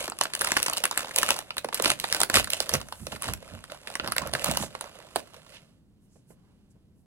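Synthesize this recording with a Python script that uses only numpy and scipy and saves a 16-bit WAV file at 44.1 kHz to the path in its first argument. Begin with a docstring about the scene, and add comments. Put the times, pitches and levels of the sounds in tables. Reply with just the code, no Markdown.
"""Hands open a thin plastic pouch over a desk in a small room and take out a roll of tape.
From the start, creases snap through one by one over a finer crackle and the hiss of sliding film.
From 2.4 s to 4.6 s the walls of the pouch also flip over with soft thuds, while the snaps grow sparser.
At 5.2 s the wrapper drops on the desk to the right; from 6 s fingertips turn the roll almost silently."""
import sys
import numpy as np
from scipy import signal
from scipy.fft import rfft, irfft, next_fast_len
from scipy.io import wavfile
from scipy.ndimage import uniform_filter1d

SR = 44100
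rng = np.random.default_rng(int(sys.argv[2]) if len(sys.argv) > 2 else 0)


def pcm_store(signal):
    """Save signal as 16-bit PCM."""
    levels = np.round(np.clip(np.atleast_2d(signal), -1, 1) * 32767)
    wavfile.write(sys.argv[1], SR, levels.astype(np.int16).T)


N = 311330


def amp(db):
    """Amplitude ratio of a level in decibels."""
    return 10 ** (np.asarray(db) / 20)


def unit_rms(x):
    """Normalisation to unit mean power."""
    return x / np.sqrt(np.mean(x ** 2) + 1e-20)


def curve_at(points, hz):
    """Interpolation on a logarithmic frequency axis."""
    f, value = np.transpose(points)
    return np.interp(np.log(hz + 1), np.log(f + 1), value)


def add(mix, start_s, sound):
    """Superposition: a sound adds to the mix from its onset."""
    part = mix[:, max(round(start_s * SR), 0):][:, :sound.shape[1]]
    part += sound[:, :part.shape[1]]


def colour(x, spectrum, size=4096):
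    """Minimum-phase filtering at unit energy: only the shape of the spectrum counts."""
    log_gain = np.log(amp(curve_at(spectrum, abs(np.fft.fftfreq(size, 1 / SR)))))
    response = np.exp(signal.hilbert(log_gain).conj())
    taps = np.fft.ifft(response).real[:size // 2]
    return signal.oaconvolve(x, taps[None] / np.linalg.norm(taps), axes=1)[:, :x.shape[1]]


def noise_pair(size, apart_db):
    """Partial coherence: two channels share one noise, and each adds its own at apart_db."""
    shared, *own = rng.standard_normal((3, size))
    return unit_rms(shared + amp(apart_db) * np.array(own))


def swell(start_s, hold_s, attack_s, release_s):
    """Exponential growth up to start_s, a plateau, then exponential decay."""
    t = np.arange(N) / SR - start_s
    log_gain = np.minimum(t / attack_s, 0) - np.maximum(t - hold_s, 0) / release_s
    return np.exp(np.maximum(log_gain, -30))


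# spectrum of the room's steady noise: f/Hz, relative level/dB
AIR_SPECTRUM = [(15, -10.5), (55, 3), (180, 4), (300, -3.5), (600, -19.5), (2500, -42), (11000, -41),
                (14000, -45.5)]

def air(level_db=-59.0):
    """Ambient noise: a low steady rumble, largely coherent between the microphones."""
    return amp(level_db) * unit_rms(colour(noise_pair(N, apart_db=-5), AIR_SPECTRUM))


# reverberation time of the room: f/Hz, T60/s
REVERB_TIME = [(150, 0.57), (900, 0.16), (12000, 0.14)]

def room_response(t, wall_db=5, wall_s=.012, onset_s=0.0041):
    """Reverberation: echoes scatter off desk and shelves, cluster from the nearest wall, and decay."""
    taps = rng.standard_normal((2, len(t))) * (rng.random((2, len(t))) < .15)
    wall = np.exp(-((t - wall_s) / .0035) ** 2)
    taps *= (1 - np.exp(-t / onset_s)) * amp(wall_db * wall)
    hz, age, bands = signal.stft(taps, SR, nperseg=256)
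    decay = amp(-60 * age / curve_at(REVERB_TIME, hz)[:, None])
    echoes = signal.istft(bands * decay, SR, nperseg=256)[1][:, :len(t)]
    return unit_rms(echoes) / np.sqrt(len(t))


def room(x, wet_db=-12.5, count=4, fades_per_s=10):
    """Time-varying convolution: echo patterns fade into one another as the wrapper moves and turns."""
    t, out = np.arange(SR // 2) / SR, np.zeros((2, N))
    position = np.arange(N) / SR * fades_per_s
    for k in range(count):
        distance = abs((position - k) % count - count / 2)
        part = x.mean(0) * np.cos(np.pi / 2 * np.minimum(distance, 1))
        out += signal.oaconvolve(part[None], room_response(t), axes=1)[:, :N]
    return amp(wet_db) * out


# phase lead of the recorder's left channel: f/Hz, phase/rad
STEREO_PHASE = [(50, 0), (1100, -.5), (2400, -2.1), (4500, -2.8), (6200, -1.9), (10000, 0), (11200, .7),
                (13500, 3)]
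# balance of the recorder's channels: f/Hz, left minus right level/dB
STEREO_BALANCE = [(500, -6), (1300, -1), (3000, -2), (6300, -5), (8500, -.5), (12000, 0)]
# further balance from where the wrapper is held: t/s, left minus right level/dB
WRAPPER_SIDE = [(0, 1), (4.4, -1.5), (5.2, -3.5)]

def stereo_image(x):
    """Stereo image: the recorder's left-right phase and level differences; the wrapper drifts right."""
    size = next_fast_len(N + SR // 10)
    hz = np.fft.rfftfreq(size, 1 / SR)
    ratio = amp(curve_at(STEREO_BALANCE, hz))
    lead = np.exp(1j * curve_at(STEREO_PHASE, hz))
    pair = np.array([ratio * lead, np.ones(len(hz))]) * np.sqrt(2 / (1 + ratio ** 2))
    side_db = np.interp(np.arange(N) / SR, *np.transpose(WRAPPER_SIDE))
    return irfft(rfft(x, size) * pair, size)[:, :N] * amp([side_db / 2, -side_db / 2])


# strokes of film and of skin on the roll: centre t/s, Gaussian width/s, level/dB, centre f/Hz
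SLIDES = [(3.032, 0.12, -54.5, 9500), (4.623, 0.027, -38.5, 7550), (5.56, 0.022, -50.5, 2780),
          (6.046, .022, -75.5, 9600), (6.154, 0.037, -70, 7000), (6.311, 0.019, -63, 9600),
          (6.46, 0.075, -74.5, 950), (6.714, 0.0088, -70, 7600), (6.994, .03, -79, 10100)]

def strokes(q=1.2):
    """Friction noise: light sliding contact gives a band of hiss that swells and fades."""
    t, out = np.arange(N) / SR, np.zeros((2, N))
    for centre_s, width_s, db, hz in SLIDES:
        band = signal.iirpeak(hz, q, fs=SR)
        hiss = signal.lfilter(*band, signal.lfilter(*band, noise_pair(N, apart_db=-4)))
        out += amp(db) * unit_rms(hiss) * np.exp(-.5 * ((t - centre_s) / width_s) ** 2)
    return out


# the wrapper lands on the desk, then fingertips meet the roll: t/s, level/dB
IMPACTS = [(5.161, -31), (6.158, -57.5), (6.304, -50), (6.757, -64)]
# spectrum of a knock: f/Hz, relative level/dB
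KNOCK_SPECTRUM = [(70, -22.5), (180, 6), (340, 0), (560, 3.5), (900, -8), (1900, -14), (10000, -44)]

def knocks(attack_s=0.0012, decay_s=0.016):
    """Damped impact: something light meets something firm with a short dull knock."""
    blows = sum(amp(db) * swell(s, 0, attack_s, decay_s) for s, db in IMPACTS)
    return blows * unit_rms(colour(noise_pair(N, apart_db=-7), KNOCK_SPECTRUM))


def pop(t, hz):
    """Snap-through of a wide panel: the pitch falls steeply from twice hz as the bend spreads."""
    age = t * hz / 2
    envelope = age / (1 + age) ** 3 * (1 - t / t[-1])
    return unit_rms(np.sin(8 * np.pi * np.log1p(age)) * envelope)


# spectrum of the bending pouch: f/Hz, relative level/dB
FLEX_SPECTRUM = [(25, -24), (62, 1), (260, -3), (1200, -48)]
# a wall of the pouch flips over: t/s, level/dB (energy referred to 1 ms), nominal f/Hz
WALL_FLIPS = [(2.356, -19, 98), (2.743, -21.5, 170), (3.024, -29.5, 124), (3.13, -30, 155),
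              (3.291, -21.5, 89.3), (3.533, -29.5, 91), (4.039, -29, 251), (4.081, -31, 152),
              (4.22, -27, 196), (4.273, -30, 90), (4.342, -29, 126), (4.488, -20, 150),
              (4.604, -24.5, 174.6)]

def pouch(flex):
    """Flexure: the whole pouch rumbles as it bends, and each wall that flips gives a hollow thud."""
    out = flex * unit_rms(colour(noise_pair(N, apart_db=-10), FLEX_SPECTRUM))
    t = np.arange(SR // 10) / SR
    to_1_ms = np.sqrt(.001 / t[-1])
    for s, db, hz in WALL_FLIPS:
        add(out, s, amp(db) * to_1_ms * pop(t, hz)[None])
    return out


def stirred_power(stir_db=-20, lead_s=.02):
    """Mechanical coupling: each snap sets the film around it crackling and crumpling."""
    out = np.zeros((2, N))
    stir = amp(stir_db) * swell(lead_s, 0, attack_s=0.0044, release_s=0.011)[:SR // 10]
    for s, crack_db, ring_db, _ in CREASE_SNAPS:
        add(out, s - lead_s, (amp([[crack_db], [ring_db]]) * stir) ** 2)
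    return out


# the grip that keeps the film rustling between squeezes: t/s, drive level/dB
GRIP_DRIVE = [(0, -54), (0.4, -41), (1.379, -39), (1.5, -52), (1.899, -45), (2.298, -47.5), (2.721, -37.5),
              (2.85, -50.5), (3.651, -51), (4.399, -44.5), (4.75, -47), (5.3, -53), (5.599, -56),
              (5.85, -77), (6.5, -70.5), (7.05, -79.5)]
# squeezes and pulls of the film: t/s, hold/s, crackle drive level/dB, crumple drive level/dB
SQUEEZE_DRIVE = [(0.0, 0.057, -33.5, -33.5), (0.215, 0.048, -45.5, -36), (0.418, 0.11, -34, -33),
                 (0.567, 0.021, -27, -29), (0.67, 0.21, -46, -45), (0.977, 0.043, -34, -30.5),
                 (1.163, 0.11, -32, -32.5), (1.295, 0.031, -26, -25.5), (1.751, 0.027, -34.5, -32.5),
                 (1.845, 0.074, -25.5, -27.5), (2.019, 0.096, -37.5, -41), (2.127, 0.097, -33.5, -32),
                 (2.353, 0.034, -17, -17.5), (2.521, 0.12, -38, -50), (2.733, 0.024, -28.5, -26.5),
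                 (3.123, 0.025, -39, -34), (3.233, 0.07, -37, -33.5), (3.457, 0.12, -52.5, -43),
                 (3.708, 0.04, -47, -37.5), (3.879, 0.09, -46.5, -43), (4.04, 0.053, -48.5, -32),
                 (4.186, 0.085, -50, -30), (4.35, 0.23, -39, -33), (4.466, 0.042, -33, -25),
                 (4.556, 0.087, -39, -35.5), (4.808, 0.068, -52.5, -40.5), (4.96, 0.11, -59, -44.5),
                 (5.162, 0.029, -41, -38), (5.343, 0.051, -56.5, -48.5), (5.488, 0.068, -54.5, -54)]

def handwork(grip_crackle_db=-5, flex_per_thud_db=-12.5, flex_per_crumple_db=-25):
    """Incoherent addition: drives sum in power to give the crackle, crumple and flex amplitudes."""
    grip = amp(np.interp(np.arange(N) / SR, *np.transpose(GRIP_DRIVE)))
    crackle, crumple = stirred_power() + np.square([amp(grip_crackle_db) * grip, grip])
    for s, hold_s, crackle_db, crumple_db in SQUEEZE_DRIVE:
        squeeze = swell(s, hold_s, attack_s=0.013, release_s=.014)
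        crackle += (amp(crackle_db) * squeeze) ** 2
        crumple += (amp(crumple_db) * squeeze) ** 2
    # the pouch bends a little with any crumpling, and around each thud
    flex = amp(flex_per_crumple_db) ** 2 * crumple
    for s, db, _ in WALL_FLIPS:
        flex += (amp(db + flex_per_thud_db) * swell(s, 0, attack_s=0.018, release_s=0.035)) ** 2
    return np.sqrt([crackle, crumple, flex])


def facet(t, hz, sag=.25):
    """Dispersion: a facet's brief ring sags in pitch, as short bending waves arrive before long ones."""
    cycles = rng.uniform(1, 2.5)
    age = t * hz / cycles
    turns = hz * t * (1 - sag) + 2 * sag * cycles * (1 - np.exp(-age))
    phase = 2 * np.pi * rng.random() + .5 * rng.standard_normal((2, 1))
    envelope = (1 - np.exp(-2 * t * hz)) * np.exp(-age)
    return unit_rms(np.sin(2 * np.pi * turns + phase) * envelope)


def grains(sizes, which, rings):
    """Shot noise: each tiny buckle excites one of many short rings."""
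    out = np.zeros((2, N))
    for at in np.flatnonzero(sizes):
        add(out, at / SR, sizes[at] * rings[which[at]])
    return unit_rms(out)


# spectrum of the film's fine crackle: f/Hz, relative level/dB
CRACKLE_SPECTRUM = [(1200, -6.5), (3100, 1.5), (6000, -6.5), (9200, -7), (11500, -9.5), (14000, -16)]
# spectrum of the crumpling sheet: f/Hz, relative level/dB
CRUMPLE_SPECTRUM = [(130, -16.5), (370, -2), (590, 1.5), (780, -7.5), (1300, -5), (2700, -13.5),
                    (4500, -12.5), (9000, -46.5)]

def crinkle(crackle, crumple, per_s=420, spread_db=6, buckle_db=-59, tick_s=0.0014, apart_db=-11, count=40):
    """Buckling and friction: tiny buckles of uneven size over the hiss of film on film and skin."""
    sizes = amp(spread_db * np.minimum(rng.exponential(1, N), 3.3))
    sizes *= rng.random(N) < per_s / SR
    # the hands feed in strain steadily, so a large buckle leaves less for its neighbours
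    sizes /= np.sqrt(abs(uniform_filter1d(sizes ** 2, size=2600)) + 1e-6)
    which, t = rng.integers(0, count, N), np.arange(SR // 50) / SR
    tick_shapes = [noise_pair(len(t), apart_db) * np.exp(-t / tick_s) for _ in range(count)]
    ticks = grains(sizes, which, tick_shapes)
    # the facets' rings are more even in size than their ticks
    rings = grains(np.sqrt(sizes), which, [facet(t, hz) for hz in np.geomspace(560, 3100, count)])
    # a light touch only slides; the film buckles once it is pressed harder
    pressed = crackle / np.hypot(crackle, amp(buckle_db))

    def with_hiss(buckles, spectrum, hiss_db):
        """Equal-power mixing of buckles and sliding hiss."""
        share = pressed / (1 + amp(hiss_db) ** 2)
        hiss = unit_rms(colour(noise_pair(N, apart_db), spectrum))
        return np.sqrt(share) * unit_rms(colour(buckles, spectrum)) + np.sqrt(1 - share) * hiss

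    fizz = amp(-1.5) * crackle * with_hiss(ticks, CRACKLE_SPECTRUM, hiss_db=-5)
    body = amp(-7) * crumple * with_hiss(rings, CRUMPLE_SPECTRUM, hiss_db=-9)
    return fizz + body


def varied(spectrum, count=16, scatter_db=4):
    """Spectral scatter: chance peaks and dips make every crease different."""
    hz = np.append(spectrum[0][0] / 4, np.geomspace(400, 16000, count))
    return np.transpose([hz, curve_at(spectrum, hz) + scatter_db * rng.standard_normal(len(hz))])


# mean spectrum of a crease's crack: f/Hz, relative level/dB
CRACK_SPECTRUM = [(1500, -27), (3000, -1), (5500, -3), (8800, -6.5), (11000, 3.5), (13000, -11.5),
                  (15500, -9)]

def crack(t, step_s=0.00078, crack_s=0.00053, flutter_db=-22, flutter_s=.004, count=3):
    """Stepwise strain release: a crease yields in quick steps, the first strongest, and flutters."""
    starts = np.cumsum(rng.exponential(step_s, count))
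    age = np.maximum(t - (starts - starts[0])[:, None], 0) / crack_s
    strengths = np.append(1, rng.random(count - 1) ** 2)
    steps = strengths @ (np.sqrt(age) * np.exp(-age))
    flutter = amp(flutter_db) * np.exp(-t / flutter_s) * steps.max()
    burst = noise_pair(len(t), apart_db=-10) * (steps + flutter)
    return unit_rms(colour(burst, varied(CRACK_SPECTRUM)))


# mean spectrum of bending waves in the sheet: f/Hz, relative level/dB
SHEET_SPECTRUM = [(120, -17.5), (430, 0.5), (1400, 3), (3000, -4), (4500, -0.5), (9000, -39)]

def snap(crack_db, ring_db, hz, sheet_s=0.0032, facet_db=1, pop_db=5, large_hz=700):
    """Snap-through buckling: a crease cracks, then its facet rings and bending waves spread."""
    t = np.arange(SR // 25) / SR
    # the wide sheet reaches each microphone by many paths, so they share only part of it
    waves = noise_pair(len(t), apart_db=-4) * (1 - np.exp(-t / .0009))
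    sheet = colour(waves * np.exp(-t / sheet_s), varied(SHEET_SPECTRUM))
    # only large, low facets move enough air to pop
    panel = amp(pop_db) / (1 + (hz / large_hz) ** 4) * pop(t, hz)
    ring = unit_rms(unit_rms(sheet) + amp(facet_db) * facet(t, hz) + panel)
    to_1_ms = np.sqrt(.001 / t[-1])
    return to_1_ms * (amp(crack_db) * crack(t) + amp(ring_db) * ring)


def small_creases(crackle, crumple, per_s=32, span_db=12, limit_db=-37, buckle_db=-50):
    """Buckling threshold: above it, lesser creases flip at random and follow the drive up to a limit."""
    out = np.zeros((2, N))
    for when, size, pitch in rng.random((round(per_s * N / SR), 3)):
        at = int(when * N)
        drive_db = 20 * np.log10([crackle[at], crumple[at]])
        crack_db, ring_db = np.minimum(drive_db, limit_db) + span_db * size
        if crackle[at] > amp(buckle_db):
            add(out, at / SR, snap(crack_db, ring_db, hz=650 + 1400 * pitch))
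    return out


# snaps of the larger creases, energy referred to 1 ms: t/s, crack level/dB, ring level/dB, ring f/Hz
CREASE_SNAPS = [(0.079, -25, -20, 538), (0.099, -25, -31, 1525), (0.12, -41, -23, 810),
                (0.188, -26.5, -28.5, 2770), (0.2119, -10.5, -10.5, 1100), (0.236, -18, -28.5, 1500),
                (0.2542, -31, -19, 1500), (0.336, -21.5, -21.5, 2470), (0.351, -17, -23.5, 1970),
                (0.3922, -24, -39, 1274), (0.411, -16, -16, 1670), (0.4174, -16, -16, 1450),
                (0.447, -16, -19, 1270), (0.4719, -22, -16, 2145), (0.5187, -13.5, -12.5, 2055),
                (0.5673, -17.5, -8.5, 1900), (0.5716, -15.5, -12, 1810), (0.629, -11, -21.5, 2175),
                (0.662, -16, -16.5, 2560), (0.6826, -21.5, -16.5, 1100), (0.6982, -19, -19, 1240),
                (0.726, -44, -23.5, 1064), (0.733, -16, -29.5, 2097), (0.77, -15.5, -25, 1316),
                (0.781, -18, -29, 2540), (0.8385, -12.5, -13.5, 1592), (0.854, -13.5, -14.5, 1286),
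                (0.912, -20.5, -19, 990), (0.9278, -36, -25, 1310), (0.9754, -12, -14.5, 1888),
                (1.0455, -38, -24, 1042), (1.161, -11, -26.5, 2257), (1.185, -7, -18, 2160),
                (1.2309, -13, -10.5, 1380), (1.289, -13, -14, 1410), (1.3057, -10.5, -14, 997),
                (1.365, -25, -27.5, 980), (1.389, -21, -23.5, 797), (1.5064, -35.5, -20.5, 2720),
                (1.568, -26.5, -24, 1040), (1.581, -17.5, -21, 2510), (1.6452, -27, -15.5, 552),
                (1.687, -34, -23, 850), (1.727, -35, -21, 1180), (1.745, -13.5, -23, 1910),
                (1.7981, -23, -13, 592), (1.8235, -11.5, -25, 990), (1.858, -15, -8.5, 3200),
                (1.902, -9.5, -14, 1654), (1.9996, -19, -27, 2500), (2.041, -26, -13.5, 1000),
                (2.126, -11, -16.5, 1990), (2.147, -16.5, -16, 1850), (2.204, -9.5, -19, 880),
                (2.215, -10, -14.5, 656), (2.2335, -10, -14, 1514), (2.299, -18.5, -14, 1660),
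                (2.342, -11.5, -10.5, 1794), (2.371, -36, -9.5, 1320), (2.444, -21, -23.5, 2140),
                (2.473, -32, -24, 1527), (2.5028, -15.5, -30, 2470), (2.534, -13.5, -18, 3100),
                (2.6031, -12, -18, 620), (2.693, -15.5, -23.5, 1143), (2.738, -12, -17, 523),
                (2.745, -18.5, -17.5, 690), (2.814, -30, -31, 1117), (2.886, -36.5, -37, 1610),
                (2.924, -30, -23, 990), (3.068, -26.5, -23, 637), (3.126, -39, -27, 970),
                (3.222, -20.5, -28.5, 1368), (3.2865, -35, -21.5, 1190), (3.336, -21.5, -24, 1680),
                (3.426, -45, -33.5, 710), (3.64, -35.5, -34, 1450), (3.6995, -59, -34, 1540),
                (3.873, -31.5, -24.5, 1926), (3.9539, -22, -19, 1937), (3.998, -39, -16.5, 3000),
                (4.0754, -26, -20.5, 1200), (4.1209, -17.5, -16.5, 1380), (4.165, -20.5, -17.5, 1850),
                (4.182, -14, -14.5, 2330), (4.2195, -33, -23, 1100), (4.2733, -28, -27.5, 1400),
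                (4.3357, -17.5, -17.5, 745), (4.351, -25.5, -14, 1954), (4.444, -12, -23, 1217),
                (4.513, -16, -19.5, 811), (4.572, -13.5, -18.5, 935), (4.6355, -40, -23, 670),
                (4.751, -39, -22.5, 990), (4.810, -23.5, -26, 1055), (5.1595, -17.5, -12, 655),
                (5.343, -44.5, -38, 1210), (5.465, -52, -43, 1140), (5.569, -50, -44, 2800)]

def large_creases():
    """Superposition of transients: the larger creases snap through one by one."""
    out = np.zeros((2, N))
    for s, crack_db, ring_db, hz in CREASE_SNAPS:
        add(out, s, snap(crack_db, ring_db, hz))
    return out


def scene():
    """Direct and reverberant fields: wrapper and roll, with the room's echoes and air."""
    crackle, crumple, flex = handwork()
    film = large_creases() + small_creases(crackle, crumple) + crinkle(crackle, crumple)
    handling = film + pouch(flex) + strokes() + knocks()
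    echo_balance = amp([[-1], [.8]])
    return stereo_image(handling) + room(handling) * echo_balance + air()


# frequency response of the microphones: f/Hz, relative level/dB
MICROPHONE_RESPONSE = [(2000, -0.5), (2330, -1), (2880, 2), (3200, -1.5), (4500, 0.5)]

def record(dry, edge_hz=16300):
    """Linear filtering: the microphones' response, then a low-pass band limit."""
    low_pass = signal.firwin(161, edge_hz, window=("kaiser", 9), fs=SR)
    return signal.oaconvolve(colour(dry, MICROPHONE_RESPONSE), low_pass[None], "same")


dry = scene()
out = record(dry)
pcm_store(out)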